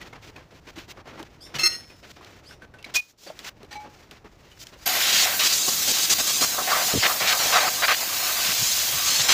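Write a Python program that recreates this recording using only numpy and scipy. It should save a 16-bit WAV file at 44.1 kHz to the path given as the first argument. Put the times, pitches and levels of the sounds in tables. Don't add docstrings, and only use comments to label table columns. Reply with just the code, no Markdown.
import sys
import numpy as np
from scipy import signal
from scipy.fft import rfft, irfft, next_fast_len
from scipy.io import wavfile
from scipy.ndimage import uniform_filter1d

SR = 44100
rng = np.random.default_rng(int(sys.argv[2]) if len(sys.argv) > 2 else 0)


def put_to_file(sound):
    columns = np.atleast_2d(sound).T
    safe = np.clip(columns, -1, 1)
    whole_steps = np.round(safe * 32767)
    wavfile.write(sys.argv[1], SR, whole_steps.astype(np.int16))


N = 411453
NOW = np.arange(N) / SR
SLICE_S, JOIN_S = 0.044, 0.0053
VALVE_S = 4.856


def amp(db):
    return 10 ** (np.asarray(db) / 20)


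def rms_one(x):
    return x / np.sqrt(np.mean(x ** 2) + 1e-20)


def add(out, s, sound):
    at = round(s * SR)
    out[at:at + len(sound)] += sound[:N - at]


def along(rows):
    s, *columns = np.transpose(rows)
    return np.array([np.interp(NOW, s, c) for c in columns])


def held(background, events):
    out = background.copy()
    for s, length, *values in events:
        out[:, round(s * SR):round((s + length) * SR)] = np.array(values)[:, None]
    s, length = np.transpose(events)[:2]
    jumps = np.unique(np.round(np.r_[s, s + length], 3))
    distinct = np.diff(jumps, append=99) > 0.006
    return out, jumps[distinct & (jumps < N / SR)]


def joined(db):
    return uniform_filter1d(amp(db), size=round(JOIN_S * SR), axis=-1)


def per_slice(low, high):
    return rng.uniform(low, high, 400)[(NOW / SLICE_S).astype(int)]


def grainy(spread_db):
    return rng.standard_normal(N) * amp(spread_db * np.minimum(rng.exponential(1, N), 5))


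def lumps(rate_hz, depth_db):
    hop = 16
    lowpass = signal.butter(2, rate_hz, fs=SR / hop, output="sos")
    slow = rms_one(signal.sosfilt(lowpass, rng.standard_normal(N // hop + 2)))
    return amp(depth_db * np.interp(np.arange(N) / hop, np.arange(len(slow)), slow))


def coloured(x, spectrum):
    size = next_fast_len(N)
    bins_hz = np.maximum(np.fft.rfftfreq(size, 1 / SR), 1)
    hz, db = np.transpose(spectrum)
    gain = amp(np.interp(np.log(bins_hz), np.log(hz), db))
    return rms_one(irfft(rfft(x, size) * gain, size)[:N])


def resonance(x, hz, width):
    r = np.exp(-np.pi * width / SR)
    poles = [1, -2 * r * np.cos(2 * np.pi * hz / SR), r * r]
    return signal.lfilter(np.array([1, 0, -1]) * (1 - r * r) / 2, poles, x)


def steep_resonance(x, hz, width):
    return resonance(resonance(x, hz, width), hz, width)


def focused(x, starts, focus_hz, breadth):
    out, edges = np.zeros(N), list(np.round(starts * SR).astype(int)) + [N]
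    for a, b, hz in zip(edges, edges[1:], focus_hz):
        lead = min(a, 200)
        out[a:b] = rms_one(resonance(x[a - lead:b], hz, breadth * hz)[lead:])
    return out


# (time [s], level [dB])
RUMBLE_LEVEL = [(0.0, -53), (1.3, -55.5), (2.96, -56), (3.06, -73), (3.3, -61), (3.43, -56.5), (4.8, -55.5),
                (6.5, -58), (8.2, -56), (8.5, -53), (9.33, -49)]
# (frequency [Hz], level [dB])
RUMBLE_SPECTRUM = [(20, -14.5), (45, -2), (75, -2), (130, -3.5), (200, -11.5), (400, -53)]
def rumble():
    return amp(along(RUMBLE_LEVEL)[0]) * coloured(rng.standard_normal(N), RUMBLE_SPECTRUM)


# (time [s], length [s], first pitch [Hz], goal pitch [Hz], rise [s], level [dB])
BIRD_CHEEPS = [(1.406, 0.084, 1513, 1843, 0.02, -48.5), (2.454, 0.094, 1400, 1955, 0.038, -53.5),
               (4.794, 0.11, 1470, 1800, .03, -61)]
# (multiple of the pitch, level [dB])
BIRD_HARMONICS = [(2, -8), (3, 0), (4, -14), (5, -12), (6, -22), (7, -17)]
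def bird(echo_decay_s=0.03, echo_db=3):
    out = np.zeros(N)
    for s, length, first_hz, goal_hz, rise, db in BIRD_CHEEPS:
        progress = np.arange(round(length * SR)) / (length * SR)
        waver, flutter = rms_one(uniform_filter1d(rng.standard_normal((2, len(progress))), size=30))
        pitch = goal_hz - (goal_hz - first_hz) * np.exp(-progress * length / rise)
        phase = np.cumsum(pitch * (1 + 0.03 * waver)) * 2 * np.pi / SR
        tone = sum(amp(level_db) * np.sin(k * phase) for k, level_db in BIRD_HARMONICS)
        add(out, s, amp(db + 2 * flutter) * tone * np.sin(np.pi * progress ** 0.48))
    t = NOW[:round(0.15 * SR)]
    echoes = rng.standard_normal(len(t)) * np.exp(-t / echo_decay_s)
    return out + amp(echo_db) * signal.fftconvolve(out, echoes / np.linalg.norm(echoes))[:N]


# (time [s], level [dB], brightness [dB])
FLOOR_SHUFFLE = [(0, -58, -5), (.3, -60.5, -9), (.6, -65, -6), (1.0, -57, -10), (1.5, -61.5, -7.5),
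                 (1.95, -62.5, 0), (2.3, -55.5, -6), (2.7, -66, -11.5), (2.93, -58.5, -12.5),
                 (3.02, -63.5, 10), (3.17, -72, 9), (3.25, -55, -1), (3.55, -65, -8), (3.95, -54, -4.5),
                 (4.2, -64.5, -7.5), (4.5, -58.5, -2.5), (4.85, -54.5, 1.5)]
# (time [s], length [s], level [dB], brightness [dB], fade [dB])
FLOOR_DRAGS = [(.005, 0.081, -50.5, -10, -2), (.128, 0.062, -45, -20, 12), (0.219, .086, -56, -6.5, -6),
               (.36, 0.075, -42.5, -15, 14.5), (0.508, 0.092, -53, -8.5, 4), (0.67, 0.039, -47, -11.5, 1),
               (0.759, 0.035, -47, -8, -6), (0.792, 0.089, -50, -8, 7), (0.878, 0.047, -41.5, -3.5, 6.5),
               (0.972, 0.071, -47, -17.5, 13), (1.057, .133, -46.5, -15.5, 0.5),
               (1.19, 0.048, -47, -14, -3.5), (1.457, 0.1, -55.5, -12, -2), (1.541, 0.038, -37.5, -11, 4),
               (1.586, 0.103, -33.5, -4, 5.5), (1.677, 0.081, -51.5, -8, -2.5), (1.76, 0.099, -51, -8, 3),
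               (1.902, 0.053, -53.5, -8.5, 3), (2.028, 0.064, -48, -10, 4),
               (2.073, 0.046, -45.5, -3.5, -0.5), (2.121, 0.039, -62, -1, 3), (2.165, 0.13, -52, -12, 3.5),
               (2.492, 0.059, -54.5, -8, -2), (2.619, .034, -56, -16, -1.5), (2.739, 0.12, -53.5, -15, 12),
               (2.831, 0.078, -44, -14, 6), (2.941, 0.0096, -37, 6, -3.5), (2.953, 0.052, -26.5, 5, 18),
               (3.128, 0.048, -69, -2, 8), (3.181, 0.089, -64, 7, -9), (3.265, 0.038, -53, -6, -6),
               (3.391, 0.07, -47.5, -4, 2), (3.444, 0.051, -38, -3.5, 8.5), (3.604, 0.052, -52.5, -15, 2.5),
               (3.71, 0.069, -48, -8, -0.5), (3.844, .044, -51.5, -17, -1), (4.113, .087, -47.5, -10, 14),
               (4.244, 0.036, -49, -17.5, 3), (4.431, .07, -55.5, -6, 3), (4.59, 0.05, -53, 5.5, -4),
               (4.724, 0.047, -50.5, -9, 2)]
# (frequency [Hz], level [dB])
THUMP_COLOUR = [(60, -16), (150, -7), (320, -1), (700, -7.5), (1400, -15.5), (4000, -50)]
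SCRAPE_COLOUR = [(200, -16), (600, 4.5), (1200, 0), (2200, -1), (3500, -2.5), (6000, -3.5), (9000, -17)]
GRIT_COLOUR = [(1200, -23), (3000, -8.5), (5000, -4), (7000, -6), (9000, -17.5), (12000, -17.5),
               (15500, -12)]
def handling(shuffle_hz=1500, scrape_hz=2380, hz_per_db=74):
    level_db, bright_db = along(FLOOR_SHUFFLE)
    shuffle = np.array([level_db + per_slice(-1, 1), bright_db, np.full(N, shuffle_hz)])
    drags = [(s, length, db, bright, scrape_hz + hz_per_db * bright)
             for s, length, db, bright, _ in FLOOR_DRAGS]
    (level_db, bright_db, hz), jumps = held(shuffle, drags)
    thump_db = -52.5 + 0.47 * (level_db + 55) - 0.49 * (bright_db + 10)
    fade_db = sum(fade * (NOW - s) / length * (NOW >= s) * (NOW < s + length)
                  for s, length, _, _, fade in FLOOR_DRAGS)
    fade_db += 200 * (NOW > VALVE_S)
    thump, scrape, grit = joined(np.array([thump_db, level_db, level_db + bright_db]) - fade_db)
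    starts = np.r_[0, jumps]
    focus_hz = hz[(starts * SR).astype(int) + 100]
    scraping = focused(coloured(grainy(2.7), SCRAPE_COLOUR), starts, focus_hz, breadth=1.38)
    rubbing = scrape * scraping + grit * coloured(grainy(2.5), GRIT_COLOUR)
    return thump * coloured(grainy(4.0), THUMP_COLOUR) + rubbing * lumps(17.5, 2.84)


# (time [s], level [dB])
GRIT_TICKS = [(1.228, -35.5), (2.247, -41), (2.827, -40), (3.391, -30), (3.631, -42.5), (3.647, -48),
              (4.111, -35.5), (4.669, -33.5)]
def grit_ticks(hz=3160, decay_s=0.0024):
    out, t = np.zeros(N), NOW[:round(0.02 * SR)]
    for s, db in GRIT_TICKS:
        noise = rms_one(resonance(rng.standard_normal(len(t)), hz, 0.5 * hz))
        add(out, s, amp(db) * noise * np.exp(-t / decay_s))
    return out


# (time [s], level [dB], pitch [Hz])
SMALL_KNOCKS = [(.014, -30, 1960), (.131, -38.5, 2150), (.362, -36.5, 2520), (0.522, -40.5, 440),
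                (.772, -30.5, 330), (1.074, -35.5, 710), (1.193, -29.5, 900), (1.201, -30.5, 328),
                (1.563, -30, 4400), (2.21, -41, 1030), (2.289, -44, 1540), (2.509, -35.5, 1540),
                (2.843, -29, 2240), (2.847, -34.5, 4000), (2.947, -21, 3400), (2.947, -30, 1550),
                (2.951, -26, 5500), (2.962, -24, 6430), (3.268, -31, 555), (3.301, -29.5, 625),
                (3.447, -34, 2060), (3.631, -36.5, 402), (3.728, -35, 4660), (3.728, -35, 1840),
                (4.246, -41, 410), (4.825, -50, 1680)]
# (time [s], level [dB], pitch [Hz])
LONG_KNOCKS = [(1.548, -31.5, 144), (1.552, -28, 2950), (1.556, -35, 5800), (1.722, -37, 2830),
               (1.9, -46, 2480), (2.62, -41, 1530), (2.738, -44, 1516), (2.785, -47, 2700),
               (3.272, -39, 4600), (4.515, -48, 3000), (4.6, -43, 4800)]
def knocks(rows, t60_at_1khz_s):
    out, t = np.zeros(N), NOW[:round(0.15 * SR)]
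    for s, db, hz in rows:
        noise = rng.standard_normal((2, len(t)))
        t60 = t60_at_1khz_s * (1000 / hz) ** 0.22
        ring = np.sin(2 * np.pi * hz * t) + 0.5 * rms_one(resonance(noise[0], hz, 0.4 * hz))
        envelope = np.clip(t / (0.001 + 0.64 / hz), 0, 1) * amp(-60 * t / t60)
        crack = 0.23 * noise[1] * np.exp(-t / 0.0004) * np.clip(t / 0.00043, 0, 1)
        add(out, s, amp(db) * (ring * envelope + crack))
    return out


# (frequency [Hz], level [dB], t60 [s])
WRENCH_MODES = [(349, -14, 0.23), (1260, -8, 0.21), (1460, -21, 0.61), (1900, -18, 1), (2090, -7, 0.24),
                (2654, 0, 0.2), (2800, -39, .4), (4200, -7.5, 0.39), (4230, -2.5, 0.45),
                (5240, -13.5, 0.82), (5390, -5, 0.59), (6420, -8, 0.45), (6616, -13, 0.27), (7600, -33, .3),
                (8020, -23, 0.28), (8060, -21, 0.47), (9098, -22.5, 0.55), (9292, -25, 0.57),
                (10320, -23.5, 0.53), (11050, -27, .25), (11550, -32, .25), (12000, -27, 0.39),
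                (13750, -32, .25), (15200, -32, .3), (12600, -36, .3), (13190, -27, 0.52), (14220, -28, .4)]
PLIERS_MODES = [(2470, 1, 0.3), (2500, -15, .1), (5500, -32, 0.11)]
DRUM_MODES = [(840, 3.5, 0.67), (840, -17, .3), (2290, -5.5, 0.38), (4040, -9, 0.16), (6002, -14, .15),
              (8075, -20, .13)]
# (time [s], level [dB], ring age [s], hardness [dB/octave])
WRENCH_SLICES = [(1.591, -24, 0.0037, 1.5), (1.632, -12.5, 0.02, 0.5), (1.654, -12, 0.03, 2),
                 (1.678, -16.5, 0.071, 0), (1.722, -19.5, 0.077, 0.5), (1.765, -19, 0.22, 5),
                 (1.812, -25, 0.25, 4.5), (1.9, -26, 0.39, 11)]
PLIERS_SLICES = [(2.955, -13.5, 0.0058, 0), (2.978, -19, 0.0072, 0), (3.005, -36, 0.033, 0),
                 (3.042, -46, .05, 0)]
DRUM_SLICES = [(3.667, -64, 0.018, 2), (3.708, -39.5, 0.0032, 5), (3.752, -36, 0, 1), (3.8, -37, 0.068, -1),
               (3.86, -41, .15, 0)]
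def struck_metal(modes, slices, end_s):
    out = np.zeros(N)
    hz, level_db, t60 = np.transpose(modes)[:, :, None]
    ends = [row[0] for row in slices[1:]] + [end_s]
    for (s, db, age, hardness), end in zip(slices, ends):
        t = NOW[:round((end - s + JOIN_S) * SR)]
        colour_db = level_db + hardness * np.log2(hz / 2500) + rng.normal(0, 1, hz.shape)
        strength = amp(db + colour_db - 60 * (t + age) / t60)
        rings = np.sum(strength * np.sin(2 * np.pi * (hz * t + rng.random(hz.shape))), axis=0)
        crossfade = np.clip(t / JOIN_S, 0, 1) * np.clip((end - s - t) / JOIN_S + 1, 0, 1)
        add(out, s, rings * crossfade)
    return out


# (time [s], pitch [Hz], level [dB])
VALVE_WHISTLE = [(4.85, 11650, -83), (4.862, 11700, -26.5), (4.9, 11700, -38), (4.94, 11450, -43),
                 (4.955, 11740, -31), (5.0, 11400, -39), (5.06, 11150, -40), (5.12, 11100, -67)]
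def valve_whistle():
    s, hz, db = np.transpose(VALVE_WHISTLE)
    phase = np.cumsum(np.interp(NOW, s, hz)) * 2 * np.pi / SR
    level = amp(np.interp(NOW, s, db, left=-150, right=-150))
    return level * np.sqrt(2) * np.sin(phase) * lumps(230, 5.0)


# (time [s], length [s], level [dB], pitch [Hz])
MIC_PUFFS = [(6.93, 0.061, -25, 174), (6.937, 0.088, -30.5, 80), (7.653, 0.04, -38.5, 130),
             (8.46, 0.062, -38.5, 138), (8.58, 0.065, -39, 110), (8.62, 0.02, -30, 129),
             (8.92, 0.075, -38, 107), (9.096, 0.038, -61, 99), (9.18, 0.048, -36, 120)]
def puffs():
    out = np.zeros(N)
    for s, length, db, hz in MIC_PUFFS:
        noise = steep_resonance(rng.standard_normal(SR // 4), hz, 0.71 * hz)[-round(length * SR):]
        add(out, s, amp(db) * rms_one(noise) * np.hanning(len(noise)))
    return out


# (frequency [Hz], nominal width [Hz], level [dB])
CAVITY_MODES = [(742, 137, -0.5), (1192, 198, 5.5), (1553, 93, -2.5), (2023, 67, 0.5), (2610, 250, -11),
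                (3244, 77, 3), (3850, 79, 2), (4340, 180, -8)]
IRON_MODES = [(2364, 25, 0), (2992, 58, -0.5), (3570, 57, -2.5), (4385, 32, -3), (4700, 87, -2.5),
              (5030, 63, -1), (5460, 66, -2), (5980, 56, -3.5), (6460, 82, 0), (6910, 71, -2)]
def blown_modes(eddies, modes, depth_db):
    return sum(amp(db) * (-1) ** k * steep_resonance(eddies, hz, 1.07 * width) * lumps(8.2, depth_db)
               for k, (hz, width, db) in enumerate(modes))


# (time [s], hollow [dB], rim [dB], splash [dB], nozzle [dB])
JET_SWEEP = [(4.856, -35.5, -29.5, -26, -27), (5.3, -33, -29, -28.5, -26.5), (5.38, -39, -36, -31, -25),
             (5.5, -44, -29, -23.5, -28), (5.62, -42, -39, -23, -30), (5.8, -45, -36.5, -26, -25.5),
             (5.98, -40.5, -30.5, -22, -28), (6.1, -44.5, -36, -29.5, -27.5),
             (6.36, -45.5, -36, -23.5, -29), (6.6, -39, -38, -29.5, -29), (6.88, -32.5, -32.5, -25, -25.5),
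             (7.0, -43, -31, -24.5, -33), (7.1, -28, -33.5, -27, -24.5), (7.19, -41.5, -38, -31, -28.5),
             (7.36, -32, -35, -26, -27), (7.72, -38.5, -37, -28, -29.5), (8.1, -41.5, -36, -30, -28.5),
             (8.3, -36.5, -31.5, -27, -25.5), (8.7, -44.5, -34.5, -23, -27),
             (8.95, -39.5, -31.5, -28, -25.5), (9.12, -45, -31, -21, -29), (9.33, -30, -33, -26, -30)]
# (time [s], length [s], wind on the microphone [dB], hollow [dB], rim [dB], splash [dB])
JET_SURGES = [(5.002, 0.15, -45.5, -36, -25.5, -23.5), (5.127, 0.13, -42, -37.5, -23.5, -20),
              (5.393, .047, -46, -37, -24, -23), (5.436, 0.042, -39, -38.5, -26, -19),
              (5.525, 0.02, -39, -40, -30, -19), (5.68, 0.017, -34, -33.5, -37, -20.5),
              (5.875, 0.046, -38, -37, -32, -20.5), (6.033, .025, -45, -41, -34, -21),
              (6.099, .04, -37, -36.5, -28.5, -17), (6.185, 0.029, -38, -34.5, -31.5, -22),
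              (6.271, 0.041, -44.5, -40.5, -34, -22), (6.41, .04, -33.5, -32.5, -30.5, -19),
              (6.58, 0.044, -39.5, -30, -40, -29.5), (6.675, 0.15, -45, -28.5, -28.5, -26.5),
              (6.851, .03, -39, -39, -35, -23.5), (6.935, 0.047, -25, -49, -34.5, -27),
              (7.027, 0.044, -37, -27.5, -19.5, -24), (7.203, 0.08, -40.5, -31, -27, -27.5),
              (7.273, .062, -42, -31.5, -22, -22), (7.392, .129, -42.5, -30.5, -30.5, -23.5),
              (7.522, 0.073, -44, -25, -22, -22.5), (7.6, .093, -43, -28, -28, -25),
              (7.82, 0.037, -50, -26.5, -21.5, -26.5), (7.879, 0.06, -40, -27, -20, -25.5),
              (7.93, .02, -48, -38, -25, -29), (8.004, 0.035, -48, -34, -35.5, -27.5),
              (8.436, 0.095, -44.5, -36.5, -29, -25), (9.192, 0.032, -51, -34.5, -27, -20.5),
              (9.06, .135, -46, -40, -30.5, -21.5), (9.287, .07, -37.5, -28, -20.5, -17)]
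# (frequency [Hz], level [dB])
WIND_COLOUR = [(25, -13), (80, -7.5), (170, -1.5), (350, -0.5), (600, -6.5), (1500, -28)]
HOLLOW_COLOUR = [(250, -36), (480, -8), (620, 0), (800, -5.5), (1300, -7), (2000, -22.5), (4000, -34)]
RIM_COLOUR = [(500, -33), (1000, 2.5), (1700, 6.5), (2600, 3.5), (3600, 3.5), (6000, 0), (9000, -35)]
SPLASH_COLOUR = [(1000, 0), (2500, -3), (4200, 0.5), (5500, -2.5), (6800, 0.5), (8000, -3.5), (9500, -9.5),
                 (12000, -5)]
NOZZLE_COLOUR = [(3000, -20), (7000, 1), (9500, -4), (11000, -2), (13000, 0.5), (15300, 5.5), (17000, 1.5)]
def air_gun(opening_s=0.0074):
    *drum_db, nozzle_db = along(JET_SWEEP)
    wind_db = -45 - 0.84 * (NOW - VALVE_S)
    levels_db, jumps = held(np.array([wind_db, *drum_db]), JET_SURGES)
    wind, hollow, rim, splash = joined(levels_db)
    _, hollow_db, rim_db, splash_db = levels_db
    starts = np.r_[VALVE_S, jumps]
    middles = ((starts + np.r_[jumps, N / SR]) / 2 * SR).astype(int)
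    inward_db = hollow_db - splash_db
    roar_hz = np.clip(1910 - 55 * inward_db[middles], 1200, 4000)
    splash_hz = np.clip(4390 - 99 * (rim_db - splash_db)[middles], 3000, 7000)

    eddies = grainy(2.1) * lumps(20, 0.95)
    cavity = blown_modes(eddies, CAVITY_MODES, depth_db=3.2) * joined(0.21 * (inward_db + 6.5))
    iron = blown_modes(eddies, IRON_MODES, depth_db=4.0) * amp(-1)
    boom = eddies + cavity + iron
    roar = focused(coloured(boom, RIM_COLOUR), starts, roar_hz, breadth=0.61)

    droplets = grainy(1.65) * lumps(20, 0.96)
    spray = coloured(droplets + 0.95 * cavity + iron, SPLASH_COLOUR)
    lag = (per_slice(0.0004, 0.003) * SR).astype(int)
    echo = spray[np.maximum(np.arange(N) - lag, 0)]
    spray = focused(spray + 0.59 * echo, starts, splash_hz, breadth=0.83)

    on_drum = hollow * coloured(boom, HOLLOW_COLOUR) + rim * roar + splash * spray
    gusts = wind * rms_one(coloured(rng.standard_normal(N), WIND_COLOUR) * lumps(70, 1.9))
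    hiss = amp(nozzle_db) * coloured(grainy(2.6), NOZZLE_COLOUR)
    return np.clip((NOW - VALVE_S) / opening_s, 0, 1) * (on_drum + gusts + hiss)


def scene():
    mic = rumble() + handling()
    mic += struck_metal(WRENCH_MODES, WRENCH_SLICES, end_s=2.035)
    mic += struck_metal(PLIERS_MODES, PLIERS_SLICES, end_s=3.088)
    mic += struck_metal(DRUM_MODES, DRUM_SLICES, end_s=3.95)
    mic += knocks(SMALL_KNOCKS, t60_at_1khz_s=0.047) + knocks(LONG_KNOCKS, t60_at_1khz_s=0.14)
    mic += grit_ticks() + bird()
    mic += air_gun() + puffs() + valve_whistle()
    return np.tile(mic, (2, 1))


def record(dry):
    return signal.sosfilt(signal.ellip(16, 0.5, 85, 15500, fs=SR, output="sos"), dry)


dry = scene()
out = record(dry)
put_to_file(out)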